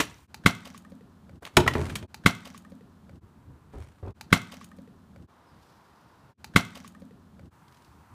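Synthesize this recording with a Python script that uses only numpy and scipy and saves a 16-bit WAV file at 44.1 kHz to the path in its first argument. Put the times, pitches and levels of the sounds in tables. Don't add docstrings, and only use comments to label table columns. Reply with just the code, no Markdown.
import sys
import numpy as np
from scipy import signal
from scipy.fft import rfft, irfft, next_fast_len
from scipy.io import wavfile
from scipy.ndimage import map_coordinates

SR = 44100
rng = np.random.default_rng(int(sys.argv[2]) if len(sys.argv) > 2 else 0)


def file_out(sig):
    cols = np.atleast_2d(sig).T
    lim = np.clip(cols, -1, 1)
    pcm = np.round(lim * 32767).astype(np.int16)
    wavfile.write(sys.argv[1], SR, pcm)


N = 358966
TOP_HZ = 15450


def amp(db):
    return 10 ** (np.asarray(db) / 20)


def unit(x):
    return x / np.sqrt(np.mean(x ** 2) + 1e-20)


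def clock():
    return np.arange(SR // 3) / SR


def timeline():
    return np.arange(N) / SR


def curves(rows):
    t_s, *columns = np.transpose(rows)
    return [np.interp(timeline(), t_s, column) for column in columns]


def wobble(knots_per_s):
    knots = rng.standard_normal(int(N * knots_per_s / SR) + 4)
    return map_coordinates(knots, [np.arange(N) * knots_per_s / SR])


def filtered(x, response):
    size = next_fast_len(len(x) + 8192)
    spectrum = rfft(x, size) * response(np.fft.rfftfreq(size, 1 / SR))
    return irfft(spectrum, size)[:len(x)]


def noise(spectrum, size):
    f_hz, level_db = np.transpose(spectrum)
    colour = lambda hz: amp(np.interp(np.log(hz + 1), np.log(f_hz), level_db))
    return unit(filtered(rng.standard_normal(size), colour))


def dying(t60_s):
    return np.exp(-np.log(1000) * clock() / t60_s)


def rising(rise_s):
    return 1 - np.exp(-clock() / rise_s)


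def swell(s, hold_s, db, attack_s, release_s):
    t = timeline() - s
    outside = np.maximum(0, np.maximum(-t / attack_s, (t - hold_s) / release_s))
    return amp(db) * np.exp(-np.log(1000) * outside)


def ring(modes, pitch, scatter, blur):
    out = np.zeros(len(clock()))
    for hz, db, t60_s in modes:
        step = np.sqrt(2 * np.pi * blur * hz / SR)
        wander = step * np.cumsum(rng.standard_normal(len(out)))
        start = scatter * rng.uniform(-np.pi, np.pi)
        phase = 2 * np.pi * hz * pitch * clock() + start + wander
        out += amp(db) * dying(t60_s) * np.sin(phase)
    return out


def add(track, s, sound):
    part = track[max(round(s * SR), 0):][:len(sound)]
    part += sound[:len(part)]


# t/s, shell ring level/dB, crack level/dB, crack t60/s, shell pitch ratio
KNOCKS = [(.0005, -23, -16.5, 0.08, 1.0), (.4592, -11, -14, 0.07, 1.007), (1.5681, -16.5, -3, .032, .96),
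          (1.662, -24.5, -46, .06, .63), (1.6755, -12.5, -19.5, 0.043, .93), (1.75, -28.5, -40, .1, .85),
          (1.898, -40, -38, .06, 1.13), (1.954, -35, -26.5, .05, 1.54)]
# f/Hz before pitch ratio, level/dB, t60/s
SHELL_MODES = [(507, -20.5, 0.069), (624, -16.5, .05), (700, -18, 0.086), (903, -12.5, 0.055),
               (1109, -8, 0.059), (1218, -6, .035), (1402, 0, 0.025), (1505, -6.5, 0.03),
               (1495.4, -1, 0.031), (2052.4, -2.5, 0.05), (2140, -0.5, 0.032), (2293, -8, 0.029),
               (2270, -14, 0.013), (3124, -14.5, 0.033), (3323, -17, 0.065), (3780, -20.5, 0.033),
               (4390, -21, 0.035)]
# f/Hz, level/dB
CRACK_SPECTRUM = [(60, -25), (300, -6.5), (700, -2.5), (1400, -1), (2700, -1.5), (3600, -2), (4800, -9.5),
                  (6500, -9), (10000, -15), (15000, -21.5)]


def bottle_shell(crack_rise_s=.0018, ring_lag_s=.0022, ring_rise_s=.00025):
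    out = np.zeros(N)
    for s, ring_db, crack_db, t60_s, pitch in KNOCKS:
        crack = rising(crack_rise_s) * dying(t60_s) * noise(CRACK_SPECTRUM, len(clock()))
        add(out, s, amp(crack_db) * crack)
        shell = rising(ring_rise_s) * ring(SHELL_MODES, pitch, scatter=.98, blur=.026)
        add(out, s + ring_lag_s, amp(ring_db) * shell)
    return out


# t/s, level/dB, pitch ratio
THUMPS = [(.001, -18.5, 1.69), (0.4517, -21, 0.43), (0.4609, -7, 1.0)]
# f/Hz before pitch ratio, level/dB, t60/s
WATER_MODES = [(110.1, -8, 0.06), (176, 2.5, 0.045), (255.5, -12, 0.096), (344, -23.5, 0.11)]


def water_thumps():
    out = np.zeros(N)
    for s, db, pitch in THUMPS:
        add(out, s, amp(db) * rising(.00069) * ring(WATER_MODES, pitch, scatter=0, blur=0))
    return out


def droplets(hz, spread, cycles, size_db, count):
    place, tone, size = rng.random((count, 3)).T
    pitch_hz = np.clip(hz * np.exp(spread * (2 * tone - 1)), 100, TOP_HZ)[:, None]
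    pop_samples = np.arange(SR // 100)
    turns = pitch_hz * pop_samples / SR
    level = amp(-size_db * np.log(1 - .99 * size))[:, None]
    pops = level * np.exp(-turns / cycles) * np.sin(2 * np.pi * turns)
    at = (place * N).astype(int)[:, None] + pop_samples
    return unit(np.bincount(at.ravel(), pops.ravel(), minlength=N)[:N])


# t/s, hold/s, level/dB, release/s
SURGES = [(0, 0.011, -44, .5), (.445, .011, -54, .1), (0.477, 0.025, -40, 0.15), (.56, 0.074, -60.5, .9),
          (0.657, 0.013, -51.5, 0.17), (0.746, .025, -58.5, .09)]
# f/Hz, level/dB
WASH_SPECTRUM = [(200, -7), (600, -3.5), (1400, 1.5), (4000, -5), (8000, -13), (15000, -22)]


def water_surges(attack_s=.032, wash_db=-5, drops_db=-1.5, fizz_db=-13):
    drops = droplets(hz=2400, spread=1.3, cycles=2, size_db=5, count=5000)
    fizz = droplets(hz=8000, spread=.4, cycles=5, size_db=5, count=900)
    flow = sum(swell(s, hold_s, db, attack_s, release_s) for s, hold_s, db, release_s in SURGES)
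    wash = noise(WASH_SPECTRUM, N)
    return flow * (amp(drops_db) * drops + amp(fizz_db) * fizz + amp(wash_db) * wash)


# f/Hz, level/dB
NEAR_SPECTRUM = [(40, -9.5), (120, -3), (500, -2.5), (1500, -5.5), (3500, -1.5), (8000, 1), (15000, 2)]
FAR_SPECTRUM = [(40, -10.5), (120, 0), (600, -4), (1200, -3), (2100, -4.5), (4000, -1.5), (8000, -7.5),
                (15000, -15.5)]


def yard(x, near_db=-12, near_t60_s=.1, far_db=-23, far_t60_s=.38, wall_db=-24, wall_delay_s=.028):
    def echo(db, spectrum, t60_s, rise_s):
        tail = noise(spectrum, len(clock())) * rising(rise_s) * dying(t60_s)
        return amp(db) * tail / np.linalg.norm(tail)

    answer = echo(near_db, NEAR_SPECTRUM, near_t60_s, rise_s=.012)
    answer += echo(far_db, FAR_SPECTRUM, far_t60_s, rise_s=.02)
    add(answer, wall_delay_s, echo(wall_db, FAR_SPECTRUM, .059, rise_s=.00067))
    return signal.fftconvolve(x, answer)[:N]


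# t/s, hold/s, level/dB
LOW_SWELLS = [(0, .02, -41), (0.488, .03, -51.5), (1.07, .02, -52.5), (1.353, .03, -46.5),
              (5.55, .03, -56.5), (6.22, .01, -59)]
# f/Hz, level/dB
BUFFET_SPECTRUM = [(15, -16.5), (45, -8.5), (78, 1), (130, -2.5), (190, -8), (280, -10.5), (420, -20),
                   (900, -45.5), (4000, -85.5)]


def boom_and_gusts(attack_s=.35, release_s=.5):
    gain = sum(swell(*row, attack_s, release_s) for row in LOW_SWELLS)
    return gain * noise(BUFFET_SPECTRUM, N)


# f/Hz, level/dB
TOWN_SPECTRUM = [(30, -11), (200, 3), (450, -1), (950, -2), (1400, -4.5), (2200, -18.5), (4000, -18),
                 (15000, -44)]
TYRES_SPECTRUM = [(200, -31), (600, -13), (950, 3.5), (1300, -3.5), (2000, -12), (5000, -34.5)]
HISS_SPECTRUM = [(100, -5), (2500, 0.5), (4500, -5), (8000, -3), (15000, -8)]


def background(tyres_sway_db=2.4, wind_flutter_db=3.5):
    town = noise(TOWN_SPECTRUM, N)
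    tyres = noise(TYRES_SPECTRUM, N) * amp(tyres_sway_db * wobble(3.5))
    hiss = noise(HISS_SPECTRUM, N)
    wind = unit(noise(BUFFET_SPECTRUM, N) * amp(wind_flutter_db * wobble(16)))
    return town, tyres, hiss, wind


# start/s, end/s
LANDING = (.272, 1.402)
# t/s, f/Hz, level/dB
DRONE = [(0.67, 214, -50.5), (0.69, 209, -53), (0.97, 225.5, -51.5), (1.146, 203.5, -59), (1.39, 193, -53)]


def drone(wobble_knots_per_s=110, swell_s=.34):
    hz, db = curves(DRONE)
    phase = 2 * np.pi * np.cumsum(hz) / SR
    in_phase = wobble(wobble_knots_per_s) * np.sin(phase)
    quadrature = wobble(wobble_knots_per_s) * np.cos(phase)
    t = timeline()
    gate = np.clip((t - LANDING[0]) / swell_s, 0, 1) * (t < LANDING[1])
    return amp(db) * unit(in_phase + quadrature) * gate


def snap(hz, t60_s, below_db=-12, above_db=-15):
    hump = [(hz / 20, 2 * below_db), (hz / 4, below_db / 2), (hz, 0),
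            (hz * 3, above_db), (hz * 10, 2 * above_db)]
    return rising(.00056) * dying(t60_s) * noise(hump, len(clock()))


# t/s, bubble level/dB, starting f/Hz, t60/s
BUBBLES = [(0.3434, -34, 825, .027), (.666, -39, 536, 0.034), (.745, -30.5, 1110, .021),
           (.848, -42, 1184, 0.038), (.849, -45.5, 1740, .04), (.919, -38.5, 514, 0.038),
           (1.008, -43, 444, 0.049), (1.293, -42, 520, 0.034)]


def bubbles(glide_per_s=3.3, slap_db=-13, slap_hz=1670, slap_t60_s=.026):
    out = np.zeros(N)
    t = clock()
    for s, db, hz, t60_s in BUBBLES:
        tone = np.sin(2 * np.pi * hz * t * (1 + glide_per_s * t))
        bubble = rising(.0023) * dying(t60_s) * tone
        slap = amp(slap_db) * snap(slap_hz, slap_t60_s)
        add(out, s, amp(db) * (bubble + slap))
    return out


# t/s, level/dB, brightest f/Hz, t60/s
SNAPS_AND_SLAP = [(0.3436, -31, 4000, .02), (.437, -50, 1700, .04), (.55, -44, 7083, 0.024),
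                  (0.6536, -39.5, 3260, .045), (.674, -39, 3500, .02), (.777, -43, 7800, 0.024),
                  (1.294, -49.5, 1691, .017), (1.423, -41.5, 600, .09), (1.4517, -30, 3500, .014),
                  (1.464, -37.5, 1808, .05), (1.736, -32, 2917, 0.042), (1.9542, -32, 7950, 0.049),
                  (2.026, -45, 2410, .044)]


def snaps_and_slap():
    out = np.zeros(N)
    for s, db, hz, t60_s in SNAPS_AND_SLAP:
        add(out, s, amp(db) * snap(hz, t60_s))
    return out


# start t/s, length/s, mean level/dB, brightest f/Hz
CRINKLES = [(0.539, .18, -49.5, 3500), (0.808, .13, -62, 8500), (1.345, .04, -59.5, 4110),
            (1.58, .03, -28, 3497), (3.761, .08, -59, 7500), (4.039, 0.076, -55.5, 2500),
            (7.668, .16, -55.5, 4000)]


def shell_crinkles(gap_s=.032, scatter_db=1, t60_s=.025):
    out = np.zeros(N)
    for start_s, length_s, mean_db, hz in CRINKLES:
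        for s in np.arange(start_s, start_s + length_s, gap_s):
            db = rng.normal(mean_db, scatter_db)
            add(out, s + gap_s * rng.random(), amp(db) * snap(hz, t60_s))
    return out


# t/s, hold/s, level/dB, attack/s, release/s
SLIDES = [(1.431, .045, -50, .03, .06), (1.715, 0.21, -45.5, 0.57, 0.42), (3.749, .06, -58.5, 0.22, 0.88)]
# f/Hz, level/dB
SCUFF_SPECTRUM = [(100, -23.5), (500, 11), (1500, 8), (5000, -6.5), (9000, -8), (15000, -23)]


def plastic_slides(grain_db=5):
    scuff = unit(noise(SCUFF_SPECTRUM, N) * amp(grain_db * wobble(260)))
    return sum(swell(*slide) for slide in SLIDES) * scuff


def chatter(hits, gap_s, dulling, count):
    return [(s + k * gap_s, db - k * loss_db, hz * dulling ** k)
            for s, db, hz, loss_db in hits for k in range(count)]


# f/Hz, level/dB
HOLLOW_SPECTRUM = [(30, -21), (75, -5), (220, -3.5), (450, -4), (700, -10.5), (1000, -8.5), (2000, -20.5),
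                   (6000, -33)]


def hollow(hits, modes, rattle_db, rattle_t60_s, rise_s, blur):
    out = np.zeros(N)
    for s, db, bright_hz in hits:
        rattle = amp(rattle_db) * dying(rattle_t60_s) * noise(HOLLOW_SPECTRUM, len(clock()))
        body = ring(modes, pitch=.97, scatter=.95, blur=blur) + rattle
        softness = signal.butter(1, min(bright_hz, SR / 4), fs=SR)
        add(out, s, amp(db) * signal.lfilter(*softness, rising(rise_s) * body))
    return out


# t/s, level/dB, first brightness f/Hz, loss per rebound/dB
CAN_HITS = [(1.5705, -11.5, 1500, 21), (1.583, -19.5, 1001, 4), (1.66, -24.5, 350, 15),
            (1.752, -23, 800, 2.5), (1.868, -36, 230, 0.5), (2.026, -35, 301, 0)]
# f/Hz before hollow()'s pitch ratio, level/dB, t60/s
CAN_MODES = [(80, -5, 0.22), (91, -2.5, 0.14), (144, -5, 0.19), (212.2, -9.5, 0.1), (254.8, -7, 0.1),
             (368, 0.5, 0.1), (433.4, -7, 0.19), (645, 0, 0.055), (883, -5.5, .11), (980, -7, .14),
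             (1536, -7, 0.06), (2480, -4.5, 0.06), (4000, -18, 0.14)]


def watering_can():
    hits = chatter(CAN_HITS, gap_s=.019, dulling=.85, count=5)
    return hollow(hits, CAN_MODES, rattle_db=-4.5, rattle_t60_s=.089, rise_s=.001, blur=.013)


def can_rumble(level_db=-33, attack_s=.06, hold_s=.22, release_s=1.44):
    gain = swell(CAN_HITS[0][0], hold_s, level_db, attack_s, release_s)
    return gain * noise(BUFFET_SPECTRUM, N)


# t/s, level/dB, first brightness f/Hz, loss per rebound/dB
LID_HITS = [(3.735, -37.5, 1500, 3.5), (3.75, -32, 250, 3), (4.027, -34, 1080, 1.5), (4.072, -32.5, 900, 8)]
# f/Hz before hollow()'s pitch ratio, level/dB, t60/s
LID_MODES = [(76.6, 2.5, 0.22), (104, 0.5, 0.11), (168.3, -10.5, 0.071), (285, -10, 0.063),
             (403, -1.5, 0.066), (574, -9, 0.069), (780, -8, 0.057)]


def bin_lid():
    hits = chatter(LID_HITS, gap_s=.021, dulling=.77, count=5)
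    return hollow(hits, LID_MODES, rattle_db=-6, rattle_t60_s=.13, rise_s=.0024, blur=.0098)


# t/s, hold/s, level/dB
MOVES = [(5.654, 0.035, -70.5), (5.98, .22, -77), (7.802, .06, -73)]
# f/Hz, level/dB
CLOTH_SPECTRUM = [(800, -9), (2500, -3.5), (5000, 0.5), (7000, -7.5), (14000, -12.5)]


def clothes(weave_db=2, attack_s=1.3, release_s=1.4):
    cloth = unit(noise(CLOTH_SPECTRUM, N) * amp(weave_db * wobble(120)))
    return sum(swell(*move, attack_s, release_s) for move in MOVES) * cloth


# t/s, hold/s, level/dB, starting f/Hz
WHISTLE = (5.47, .05, -74, 5151)


def bird(fall_hz=800, fall_s=.075, attack_s=.08, release_s=.12):
    s, hold_s, db, start_hz = WHISTLE
    bend = np.clip((timeline() - s) / fall_s, 0, 1) ** 2
    tone = np.sin(2 * np.pi * np.cumsum(start_hz - fall_hz * bend) / SR)
    return swell(s, hold_s, db, attack_s, release_s) * (1 - bend ** 2) * tone


# start/s, end/s, then levels/dB of town rumble, far tyres, hiss, wind
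PASSAGES = [(-.05, 0.27, -73, -66, -67, -63), (0.274, 1.403, -63.5, -77.5, -76, -55.5),
            (1.406, 2.068, -61.5, -67, -73, -57), (3.205, 4.135, -66.5, -68.5, -76.5, -53.5),
            (5.271, 6.339, -61.5, -66, -78.5, -67), (7.503, 8.2, -66, -65, -72.5, -55.5)]
REPEATS = [2.072, 4.13867, 6.372]


def passages(x, fade_in_s=.028, fade_out_s=.035):
    t, out = timeline(), np.zeros(N)
    layers = background()
    for start_s, end_s, *levels_db in PASSAGES:
        fade = np.clip((t - start_s) / fade_in_s, 0, 1) * np.clip((end_s - t) / fade_out_s, 0, 1)
        behind = sum(amp(db) * layer for db, layer in zip(levels_db, layers))
        out += fade * (x + behind)
    landing = out[round(LANDING[0] * SR):round(LANDING[1] * SR)].copy()
    for s in REPEATS:
        add(out, s, landing)
    return out + amp(-80) * noise(BUFFET_SPECTRUM, N)


def scene():
    direct = bottle_shell() + water_thumps() + water_surges() + bubbles()
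    direct += snaps_and_slap() + shell_crinkles() + plastic_slides()
    direct += watering_can() + bin_lid() + clothes()
    without_echo = boom_and_gusts() + drone() + can_rumble() + bird()
    return passages(direct + yard(direct) + without_echo)[None]


def record(dry, low_cut_hz=54):
    lean = signal.lfilter(*signal.butter(2, low_cut_hz, "highpass", fs=SR), dry[0])
    rounded = lean / (1 + lean ** 8) ** (1 / 8)
    return filtered(rounded, lambda hz: 1 / (1 + (hz / TOP_HZ) ** 200))[None]


dry = scene()
out = record(dry)
file_out(out)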